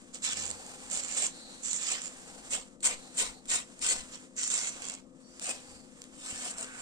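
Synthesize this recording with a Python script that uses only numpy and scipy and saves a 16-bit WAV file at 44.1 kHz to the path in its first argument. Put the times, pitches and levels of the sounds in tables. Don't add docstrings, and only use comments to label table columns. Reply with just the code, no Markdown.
import sys
import numpy as np
from scipy import signal
from scipy.fft import rfft, irfft
from scipy.io import wavfile
from scipy.ndimage import uniform_filter1d

SR = 44100
rng = np.random.default_rng(int(sys.argv[2]) if len(sys.argv) > 2 else 0)


def inscribe(sig):
    pcm = np.round(np.clip(np.atleast_2d(sig).T, -1, 1) * 32767)
    wavfile.write(sys.argv[1], SR, pcm.astype(np.int16))


N = 300321
TIME = np.arange(N) / SR
STEPS = np.arange(0, N / SR + .002, .001)
FFT_SIZE = 307200
FREQS = np.maximum(np.arange(FFT_SIZE // 2 + 1) * SR / FFT_SIZE, 1)

# start and length in seconds, relative level at the bite and at the end
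# in dB, run-out in seconds, rasp and pull offsets in dB, wrist speed from 0 (comb) to 1 (flick),
# leftward lean, wire singing offset in dB, seconds the pins take to sink in.
STROKES = [ (0.122, 0.042, -40, -46.5, .018, -6, -12, 0.04, -14, -38, 0.026),
           (0.212, 0.12, -32, -39, 0.12, -2.5, -15, 0.23, -5, -37, 0.037),
           (0.338, 0.11, -38, -44.5, 0.06, -1, -11.5, 0.28, -7, -44, 0.032),
           (0.419, 0.09, -41, -43, 0.017, -9, -10.5, 0.5, -14, -35, 0.027),
           (0.891, 0.11, -34.5, -36.5, 0.07, -9, -15, 0.2, -10.5, -12, 0.027),
           (1.011, 0.23, -45.5, -35.5, 0.03, -6, -10, 0, -11, -26, 0.022),
           (1.141, 0.12, -32.5, -30, 0.041, -11, -21, 0.29, -7, -31, 0.034),
           (1.614, 0.16, -38.5, -38.5, 0.083, -11, -28, 0.07, -9, -5, 0.03),
           (1.763, 0.16, -46.5, -30.5, 0.09, -7, -16.5, 0.25, -8.5, -24, 0.02),
           (1.994, 0.077, -42.5, -43, 0.031, -6, -19, 0, -10, -30, .031),
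           (2.489, 0.063, -29.5, -29.5, 0.069, -11, -16.5, 0.75, -9, -26, 0.034),
           (2.818, 0.059, -25, -24, 0.072, -12.5, -17.5, 0.48, 0, -35, 0.03),
           (3.158, 0.065, -26.5, -26, 0.075, -10, -18.5, 0.82, 2.5, -37, .031),
           (3.467, 0.094, -32.5, -27, 0.055, -9.5, -17.5, 0.6, 7, -35, 0.038),
           (3.799, 0.13, -33, -27.5, 0.082, -9.5, -17, 0.5, 5.5, -33, 0.027),
           (4.098, 0.051, -59, -51, 0.036, 2, -9, 0.02, -12, -30, 0.035),
           (4.352, 0.22, -38, -43.5, .04, -6.5, -17.5, 0.1, 1, -2, 0.031),
           (4.483, 0.21, -32.5, -38.5, 0.14, -8.5, -15, 0.1, -5, -6.5, 0.025),
           (4.803, 0.15, -44, -51.5, 0.072, -3, -4.5, 0, -6, -32, 0.022),
           (5.397, .113, -40, -35.5, .09, -7.5, -11.5, .85, -2.5, -36, .031),
           (6.125, 0.19, -61, -39, 0.099, -5, -11.5, 1, 1, -35, 0.023),
           (6.288, 0.19, -45.5, -38.5, 0.047, -7, -13, 0.74, 5, -35, .031),
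           (6.433, 0.081, -37.5, -38.5, 0.049, -15, -16.5, 0.55, 3, -35, .031),
           (6.548, 0.1, -34.5, -43, 0.073, -12.5, -11.5, 0.53, 2, -35, 0.045),
           (6.688, 0.12, -60, -45.5, 0.04, -11, -18, 0.8, -10, -35, .031), ]


def from_db(db):
    return 10 ** (np.asarray(db) / 20)


def rms_one(x):
    return x / np.sqrt(np.mean(x ** 2) + 1e-20)


def in_time(rows):
    times, *columns = np.transpose(rows)
    return [np.interp(TIME, times, column) for column in columns]


def over_hz(points):
    hz, values = np.transpose(points)
    return np.interp(np.log(FREQS), np.log(hz), values)


def white():
    return rng.standard_normal((2, N))


def drift(rate_hz):
    hop, settle = 40, 2000
    pole = np.exp(-2 * np.pi * rate_hz * hop / SR)
    noise = rng.standard_normal(N // hop + settle + 2)
    slow = signal.lfilter([1], [1, -2 * pole, pole * pole], noise)[settle:]
    return np.interp(np.arange(N) / hop, np.arange(len(slow)), rms_one(slow))


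def wavering_tone(hz, spread_hz, rate_hz):
    return np.sqrt(2) * np.sin(2 * np.pi * np.cumsum(hz + spread_hz * drift(rate_hz)) / SR)


def swell(at_s, half_s):
    return np.exp(-np.minimum(((TIME - at_s) / half_s) ** 2, 30))


def impulses(rows):
    out = np.zeros(N)
    for at_s, db in rows:
        out[round(at_s * SR)] = from_db(db)
    return out


def narrow_hiss(pitch, width_hz):
    lowpass = signal.butter(2, width_hz, fs=SR, output="sos")
    real, imag = signal.sosfilt(lowpass, rng.standard_normal((2, 2, N)))
    return rms_one(np.real((real + 1j * imag) * np.exp(2j * np.pi * np.cumsum(pitch) / SR)))


def panned(db):
    gains = from_db(np.array([db, -db]) / 2).reshape(2, -1)
    return gains / np.sqrt(np.mean(gains ** 2, axis=0))


def resonance(hz, width_hz, db):
    return 1 + (from_db(db) - 1) / (1 + 1j * (FREQS / hz - hz / FREQS) * hz / width_hz)


def port_response(left_lag_s=0.00018):
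    # pitch and width in Hz, boost in dB.
    ports = [(8390, 860, 18), (7473, 700, 22)]
    # frequency in Hz, left over right in dB.
    balance = [(60, 5.7), (250, 9.2), (500, 6), (1000, 3.7), (2000, 1.6), (3500, 0.89), (5500, 2),
               (8500, 3.3), (14000, 1.8)]
    response = np.array([resonance(*port) for port in ports]) * panned(over_hz(balance))
    response[0] *= np.exp(-2j * np.pi * FREQS * left_lag_s)
    return response


def pickup(pair, spectrum):
    # frequency in Hz, likeness from 0 to 1.
    likeness = [(100, 0.62), (500, 0.71), (2000, 0.86), (7500, 0.066), (14000, 0.08)]
    alike = over_hz(likeness)
    shared, apart = rfft(pair, FFT_SIZE)
    sides = np.sqrt(1 + alike) * shared + np.sqrt(1 - alike) * apart * [[1], [-1]]
    out = irfft(sides * port_response() * from_db(over_hz(spectrum)), FFT_SIZE)[:, :N]
    return out / np.std(out.mean(axis=0))


def fan():
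    # frequency in Hz, relative level in dB.
    colour = [(29, -40), (50, -28), (102, -19), (193, 0), (226, 0), (257, -4.5), (280, -3.5), (356, -4),
              (388, -16.5), (501, -5), (538, -10), (837, -23), (1050, -24.5), (1260, -18), (1500, -43),
              (1950, -28), (3300, -120)]
    tones = [(258.4, -62.5), (511.4, -70), (1109, -96)]
    noise = from_db(-58.5) * pickup(white(), colour)
    hum = sum(from_db(db + drift(1)) * wavering_tone(hz, spread_hz=2.69, rate_hz=9.3)
              for hz, db in tones)
    return noise + from_db(1.5) * hum * panned(10)


def air(draught_db=-68.5, half_puff_s=0.063):
    # time in seconds, relative level in dB.
    puffs = [(2.55, -55), (2.925, -49), (3.265, -49), (3.53, -56), (3.825, -52), (3.99, -47), (5.765, -63)]
    # frequency in Hz, relative level in dB.
    colour = [(10, 4), (22, -10), (42, 1), (60, -6.5), (90, -19), (200, -12), (1000, -87)]
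    gusts = sum(from_db(db) * swell(at_s, half_puff_s) for at_s, db in puffs)
    return (from_db(draught_db) + from_db(-8.5) * gusts) * pickup(white(), colour)


def crackle(per_s, spread_db, hiss):
    slips = rng.random((2, N)) < per_s / SR
    sizes = from_db(spread_db * np.minimum(rng.exponential(1, (2, N)), 4))
    signs = rng.choice([-1, 1], (2, N))
    return rms_one(slips * sizes * signs / np.sqrt(per_s)) + hiss * white()


def yarn_rustle():
    # time in seconds, level in dB.
    levels = [(0, -63.5), (.55, -50.5), (1.55, -55.5), (2.45, -54), (2.72, -65.5), (2.8, -77), (3.0, -56),
              (3.3, -55), (3.42, -65.5), (4.1, -53.5), (4.32, -65.5), (4.8, -51.5), (5.08, -76),
              (5.33, -61), (5.68, -55.5), (5.97, -62.5), (6.1, -63), (6.81, -52)]
    # frequency in Hz, relative level in dB.
    colour = [(300, 11), (750, 15), (1300, 14.5), (2500, 13), (4200, 8.5), (6000, 7.5), (7800, 1.5),
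              (9400, 1), (10800, -18), (13000, -8), (15000, -37)]
    gain = from_db(in_time(levels)[0] + 1.7 * drift(16))
    return gain * pickup(crackle(1500, spread_db=5, hiss=3), colour)


def stroke_db(build_db, tips_db):
    graze_s, graze_db = 0.015, -23.5
    let_go_db_per_s, run_out_fall_db = 754, 11.5
    start, length, first_db, last_db, run_out, _, _, flick, _, _, bite_s = np.array(STROKES).T[..., None]
    age = STEPS - start
    after = np.maximum(age - length, 0)
    done = np.clip(age / length, 0, 1)
    graze = from_db(graze_db) * flick * (age > -graze_s)
    bite = (np.maximum(age, 0) / bite_s) ** 2
    attack = 20 * np.log10(np.minimum(graze + bite, 1) + 1e-6)
    drag = first_db + (last_db - first_db) * done + build_db * (done - .5)
    release = np.maximum(-let_go_db_per_s * after, tips_db - run_out_fall_db * (after / run_out) ** 2)
    return np.maximum(attack + drag + release, -200)


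def stroke_controls():
    start, length, _, _, _, rasp_db, pull_db, flick, lean, sing_db, _ = np.array(STROKES).T[..., None]
    scratch = from_db(stroke_db(build_db=0, tips_db=-13))
    rasp = from_db(stroke_db(build_db=0, tips_db=-5) + rasp_db)
    pull = from_db(stroke_db(build_db=5, tips_db=-3) + pull_db)
    singing = scratch * from_db(sing_db)
    leaving = np.clip((STEPS - start) / length - .5, 0, 1)
    lean = lean + 6 * (leaving - .2)
    share = scratch ** 2 / np.sum(scratch ** 2, axis=0)
    gains = [gain.max(axis=0) for gain in (scratch, rasp, pull, singing)]
    motion = [np.sum(share * value, axis=0) for value in (flick, lean)]
    return [np.interp(TIME, STEPS, control) for control in gains + motion]


def brushing(scratch_gain, rasp_gain, pull_gain, flick, lean):
    # frequency in Hz, relative level in dB.
    slow_colour = [(2500, -61), (4500, -7), (5600, -2.5), (6800, 8.5), (8500, 3.5), (9400, -2),
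                   (10800, -91), (12500, -27), (15000, -39)]
    quick_colour = [(2500, -34.5), (4500, -56), (5600, -34), (6800, 8), (8500, 9), (9400, 4.5), (10200, -7),
                    (11000, -20), (15000, -10)]
    rasp_colour = [(700, -36), (1300, -4), (2100, -1.5), (2600, 2.5), (3500, -0.5), (4600, -3),
                   (6000, -5.5), (9000, -33)]
    pull_colour = [(100, -16), (250, 1), (480, 0), (800, 2), (1200, -5), (1800, -47), (4000, -33)]
    per_s = 2200 * (1 + flick) * np.maximum(scratch_gain / from_db(-35.5), .03) ** .6
    slips = crackle(per_s, spread_db=1.6, hiss=0.35)
    clumps = from_db(1.3 * drift(110) + 0.6 * drift(12))
    pins = (1 - flick) * pickup(slips, slow_colour) + flick * pickup(slips, quick_colour)
    scratch = scratch_gain * from_db(-4) * pins * panned(0.63 * lean + 0.71)
    rasp = rasp_gain * from_db(-1) * pickup(slips + 0.48 * white(), rasp_colour) * panned(0.038 * lean)
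    pull = pull_gain * from_db(-5) * pickup(slips + 1.33 * white(), pull_colour)
    return clumps * (scratch + rasp + pull)


def wires(singing):
    # frequency in Hz, relative level in dB.
    colour = [(4600, -42), (5500, 2), (6100, 8), (6600, 3), (7200, 1.5), (8200, -22), (11000, -55)]
    return singing * pickup(crackle(2200, spread_db=-3, hiss=0.21), colour)


def changing_pins(x, depth_db):
    cells = signal.stft(x, nperseg=256)[2]
    flicker = uniform_filter1d(rng.standard_normal(cells.shape[1:]), size=14, axis=1)
    flicker = rms_one(uniform_filter1d(flicker, size=3, axis=0))
    return signal.istft(cells * rms_one(from_db(depth_db * flicker)))[1][:, :N]


def hollow(x, width_hz=200):
    # time in seconds, pitch in Hz, boost in dB.
    tilts = [(.3, 2300, -1), (1.2, 2200, 4), (1.9, 2040, 4), (2.55, 2150, 4.5), (2.87, 2100, 6),
             (3.22, 2260, 5), (3.55, 1900, 7.5), (3.9, 1930, 2), (4.5, 2150, 5), (6.4, 2850, 3)]
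    hz, boost_db = in_time(tilts)
    for pitch_ratio, boost_share in (1, 1), (0.627, 0.5):
        turn = np.exp(2j * np.pi * np.cumsum(pitch_ratio * hz) / SR)
        pole = np.exp(-np.pi * pitch_ratio * width_hz / SR)
        ring = 2 * np.real(turn * signal.lfilter([1 - pole], [1, -pole], x / turn + 1e-18))
        x = x + (from_db(boost_share * boost_db) - 1) * ring
    return x


def tearing(scratch_gain):
    # frequency in Hz, relative level in dB.
    colour = [(5000, -30), (8500, 4), (9600, 4), (10800, -19), (12500, -4), (15000, 0)]
    force = scratch_gain / from_db(-30)
    return from_db(-65) * force ** 2.4 * pickup(crackle(1500, spread_db=5, hiss=.2), colour)


def brush_head(x):
    # pitch and width in Hz, boost in dB.
    modes = [(600, 70, 3), (1090, 150, 3.5), (1780, 95, 1.5), (2146, 40, 3), (3060, 120, 1),
             (4120, 85, 2.5), (5300, 70, 1.5), (5620, 120, 1)]
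    response = np.prod([resonance(*mode) for mode in modes], axis=0)
    return irfft(rfft(x, FFT_SIZE) * response, FFT_SIZE)[:, :N]


def near_echoes(x, table_s, table_db, hand_s, hand_db, sway):
    out = x.copy()
    for lag_s, db in (table_s, table_db), (hand_s, hand_db):
        path_s = lag_s * (1 + sway * drift(0.23))
        for side in range(2):
            delay_s = path_s * (1 + sway * drift(0.226))
            out[side] += from_db(db) * np.interp(TIME - delay_s, TIME, x[side])
    return out / np.sqrt(1 + from_db(table_db) ** 2 + from_db(hand_db) ** 2)


def chatter(hits, spectrum, rise_s, lead_db=14, window_s=.005, crest_db=4.8):
    age = TIME[TIME < 10 * rise_s] / rise_s
    envelope = np.convolve(hits, age * np.exp(1 - age))[:N]
    first_contact = from_db(lead_db) * hits * [[1], [0]]
    burst = pickup(first_contact + envelope * rng.choice([-1, 1], (2, N)), spectrum)
    powers = np.array([envelope, burst.mean(axis=0)]) ** 2
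    envelope_power, burst_power = np.abs(uniform_filter1d(powers, size=round(window_s * SR)))
    return burst * np.sqrt(envelope_power / (burst_power + 1e-6)) * from_db(-crest_db)


def snaps(holding, pan_db, snags_per_s=100):
    # time in seconds, level in dB.
    releases = [(.1462, -29), (.1558, -28), (.1873, -41), (.2222, -35), (.2375, -29), (.2422, -25),
                (.2488, -25), (.2665, -25), (.2896, -24), (.3107, -27), (.3222, -27), (.3327, -25),
                (.3425, -30), (.3727, -30), (.3994, -26), (.4231, -26), (.4272, -28), (.4553, -26),
                (.4649, -25), (.4786, -30), (.5033, -25), (.5126, -26), (.665, -33), (.9003, -31),
                (.9132, -29), (.9174, -25), (.9301, -25), (.9427, -25), (.9749, -26), (1.0369, -30),
                (1.0482, -28), (1.083, -29), (1.1138, -27), (1.124, -26), (1.1485, -27), (1.1724, -24),
                (1.1845, -24), (1.2662, -23), (1.636, -31), (1.659, -28), (1.6838, -27), (1.692, -26),
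                (1.695, -26), (1.7123, -23), (1.7191, -24), (1.7313, -19), (1.7633, -27), (1.829, -26),
                (1.8347, -26), (1.8833, -24), (1.9334, -24), (1.958, -30), (2.0182, -27), (2.0382, -31),
                (2.048, -29), (2.058, -29), (2.079, -33), (2.507, -32), (2.5124, -27), (2.5341, -22),
                (2.83, -29), (2.8355, -25), (2.8575, -18), (2.8725, -18), (3.1802, -22), (3.1876, -22),
                (3.462, -45), (3.4845, -31), (3.4974, -25), (3.5022, -23), (3.5549, -20), (3.7926, -35),
                (3.8167, -28), (3.8447, -23), (3.867, -20), (3.904, -21), (4.1563, -35), (4.365, -33),
                (4.389, -25), (4.3938, -24), (4.4139, -24), (4.433, -23), (4.4402, -22), (4.45, -27),
                (4.4776, -20), (4.5022, -20), (4.518, -22), (4.5403, -22), (4.5517, -22), (4.5786, -23),
                (4.821, -30), (4.8532, -27), (4.8672, -29), (4.879, -34), (4.8858, -26), (4.8982, -24),
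                (4.919, -32), (4.9393, -28), (4.9505, -30), (5.4245, -34), (5.4932, -29), (6.2617, -32),
                (6.2865, -29), (6.3047, -30), (6.3593, -29), (6.3778, -32), (6.4998, -30), (6.5404, -37),
                (6.583, -29.5), (6.6105, -26), (6.628, -27), (6.6318, -29), (6.645, -30)]
    # frequency in Hz, relative level in dB.
    colour = [(600, -4), (2000, 4), (3500, 6), (6000, 4), (7500, 8), (9000, 0), (10500, -19), (15000, -24)]
    snag_db = 5 + 2 * np.clip(rng.standard_normal(N), -2, 2)
    snags = (rng.random(N) < snags_per_s / SR) * holding * from_db(snag_db)
    return chatter(snags + impulses(releases), colour, rise_s=.0004) * panned(pan_db)


def drone():
    # peak time and half length in seconds, level in dB.
    swells = [(0.456, 0.13, -59.5), (5.73, 0.073, -68)]
    # pitch in Hz, relative level in dB.
    partials = [(86, 2.5), (163, -1)]
    gain = sum(from_db(db) * swell(at_s, half_s) for at_s, half_s, db in swells)
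    tones = sum(from_db(db) * wavering_tone(hz, spread_hz=4, rate_hz=14.6) for hz, db in partials)
    return gain * tones * panned(10)


def sleeve_swishes(pitch_sag=0.011):
    # middle and half length in seconds, hiss in dB, pitch in Hz, rub in dB.
    swings = [(0.62, 0.26, -61, 4500, -55.5), (1.457, 0.17, -53, 4180, -64), (2.327, 0.2, -66, 4480, -60),
              (3.053, 0.12, -59.5, 4150, -63), (3.36, 0.053, -60, 4240, -62),
              (5.725, .13, -61.5, 4700, -64)]
    # frequency in Hz, relative level in dB.
    colour = [(250, -25), (490, 10), (620, -2.5), (820, 9.5), (1050, -20), (2800, -31), (4000, -27)]
    hiss_gain = sum(from_db(db) * swell(at_s, half_s) for at_s, half_s, db, _, _ in swings)
    rub_gain = sum(from_db(db) * swell(at_s, half_s) for at_s, half_s, _, _, db in swings)
    pitch, = in_time([(at_s + place * half_s, hz * (1 - pitch_sag * place ** 2))
                      for at_s, half_s, _, hz, _ in swings for place in np.linspace(-1, 1, 5)])
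    return rub_gain * pickup(white(), colour) + hiss_gain * narrow_hiss(pitch, width_hz=310)


def frame_clicks():
    # time in seconds, level in dB.
    contacts = [(2.8055, -43), (3.4563, -42), (5.3963, -33.5), (6.0185, -33), (6.0402, -40)]
    # frequency in Hz, relative level in dB.
    colour = [(600, -6), (1500, 5), (2800, 14), (4000, 12), (6000, 7), (7500, 1), (9500, 1), (11000, -4),
              (15000, -14)]
    return chatter(impulses(contacts), colour, rise_s=.0005)


def sleeve_squeak():
    # time in seconds, pitch in Hz, level in dB.
    glide = [(5.2, 4150, -89), (5.245, 4500, -69), (5.29, 4680, -68), (5.36, 5000, -66), (5.385, 4800, -66),
             (5.41, 4800, -90)]
    # multiple of the pitch, relative level in dB.
    partials = [(1, 2), (1.23, 0)]
    pitch, db = in_time(glide)
    sounding = (TIME > glide[0][0]) & (TIME < glide[-1][0])
    return sounding * sum(from_db(db + partial_db) * narrow_hiss(multiple * pitch, width_hz=160)
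                          for multiple, partial_db in partials)


def sleeve_drag():
    # time in seconds, level in dB.
    levels = [(0, -100), (6.15, -100), (6.32, -61), (6.55, -57), (6.72, -55), (6.81, -54.5)]
    # frequency in Hz, relative level in dB.
    colour = [(300, -14.5), (800, -5), (1200, 0), (1500, 11.5), (1800, 2), (2600, 2), (5000, -52)]
    return from_db(in_time(levels)[0]) * pickup(white(), colour) * panned(-4)


def table_bump(decay_s=0.012):
    # time in seconds, relative level in dB.
    touches = [(6.327, -44)]
    # pitch in Hz, relative level in dB.
    modes = [(82, 1), (128, 1), (215, -1)]
    ringing = sum(from_db(db) * np.sin(2 * np.pi * hz * TIME) for hz, db in modes)
    thud = ringing * np.exp(-TIME / decay_s)
    return signal.fftconvolve(impulses(touches), thud)[:N] * panned(5.4)


def room(x, t60_s=0.2):
    tail = white() * from_db(-60 * TIME / t60_s) * (TIME > .003)
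    tail /= np.sqrt(np.sum(tail ** 2, axis=1, keepdims=True))
    return signal.fftconvolve(x, tail[:, :SR], axes=1)[:, :N]


def scene():
    scratch, rasp, pull, singing, flick, lean = stroke_controls()
    ticks = snaps(holding=(1 - flick) * scratch, pan_db=.5 * lean) + frame_clicks()
    brush = brushing(scratch, rasp, pull, flick, lean) + wires(singing)
    brush = changing_pins(brush, depth_db=2.5)
    brush = brush_head(hollow(brush) + tearing(scratch))
    brush = near_echoes(brush, table_s=.0018, table_db=-10, hand_s=.0042, hand_db=-7, sway=0.0648)
    brush += ticks
    reverb = from_db(-11.5) * room(brush)
    handling = yarn_rustle() + from_db(-4.5) * table_bump()
    sleeve = sleeve_drag() + sleeve_swishes() + sleeve_squeak()
    return brush + reverb + handling + sleeve + fan() + drone() + air()


def record(dry, cutoff_hz=15200):
    lowpass = 1 / np.sqrt(1 + (FREQS / cutoff_hz) ** 200)
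    return irfft(rfft(dry, FFT_SIZE) * lowpass, FFT_SIZE)[:, :N]


dry = scene()
out = record(dry)
inscribe(out)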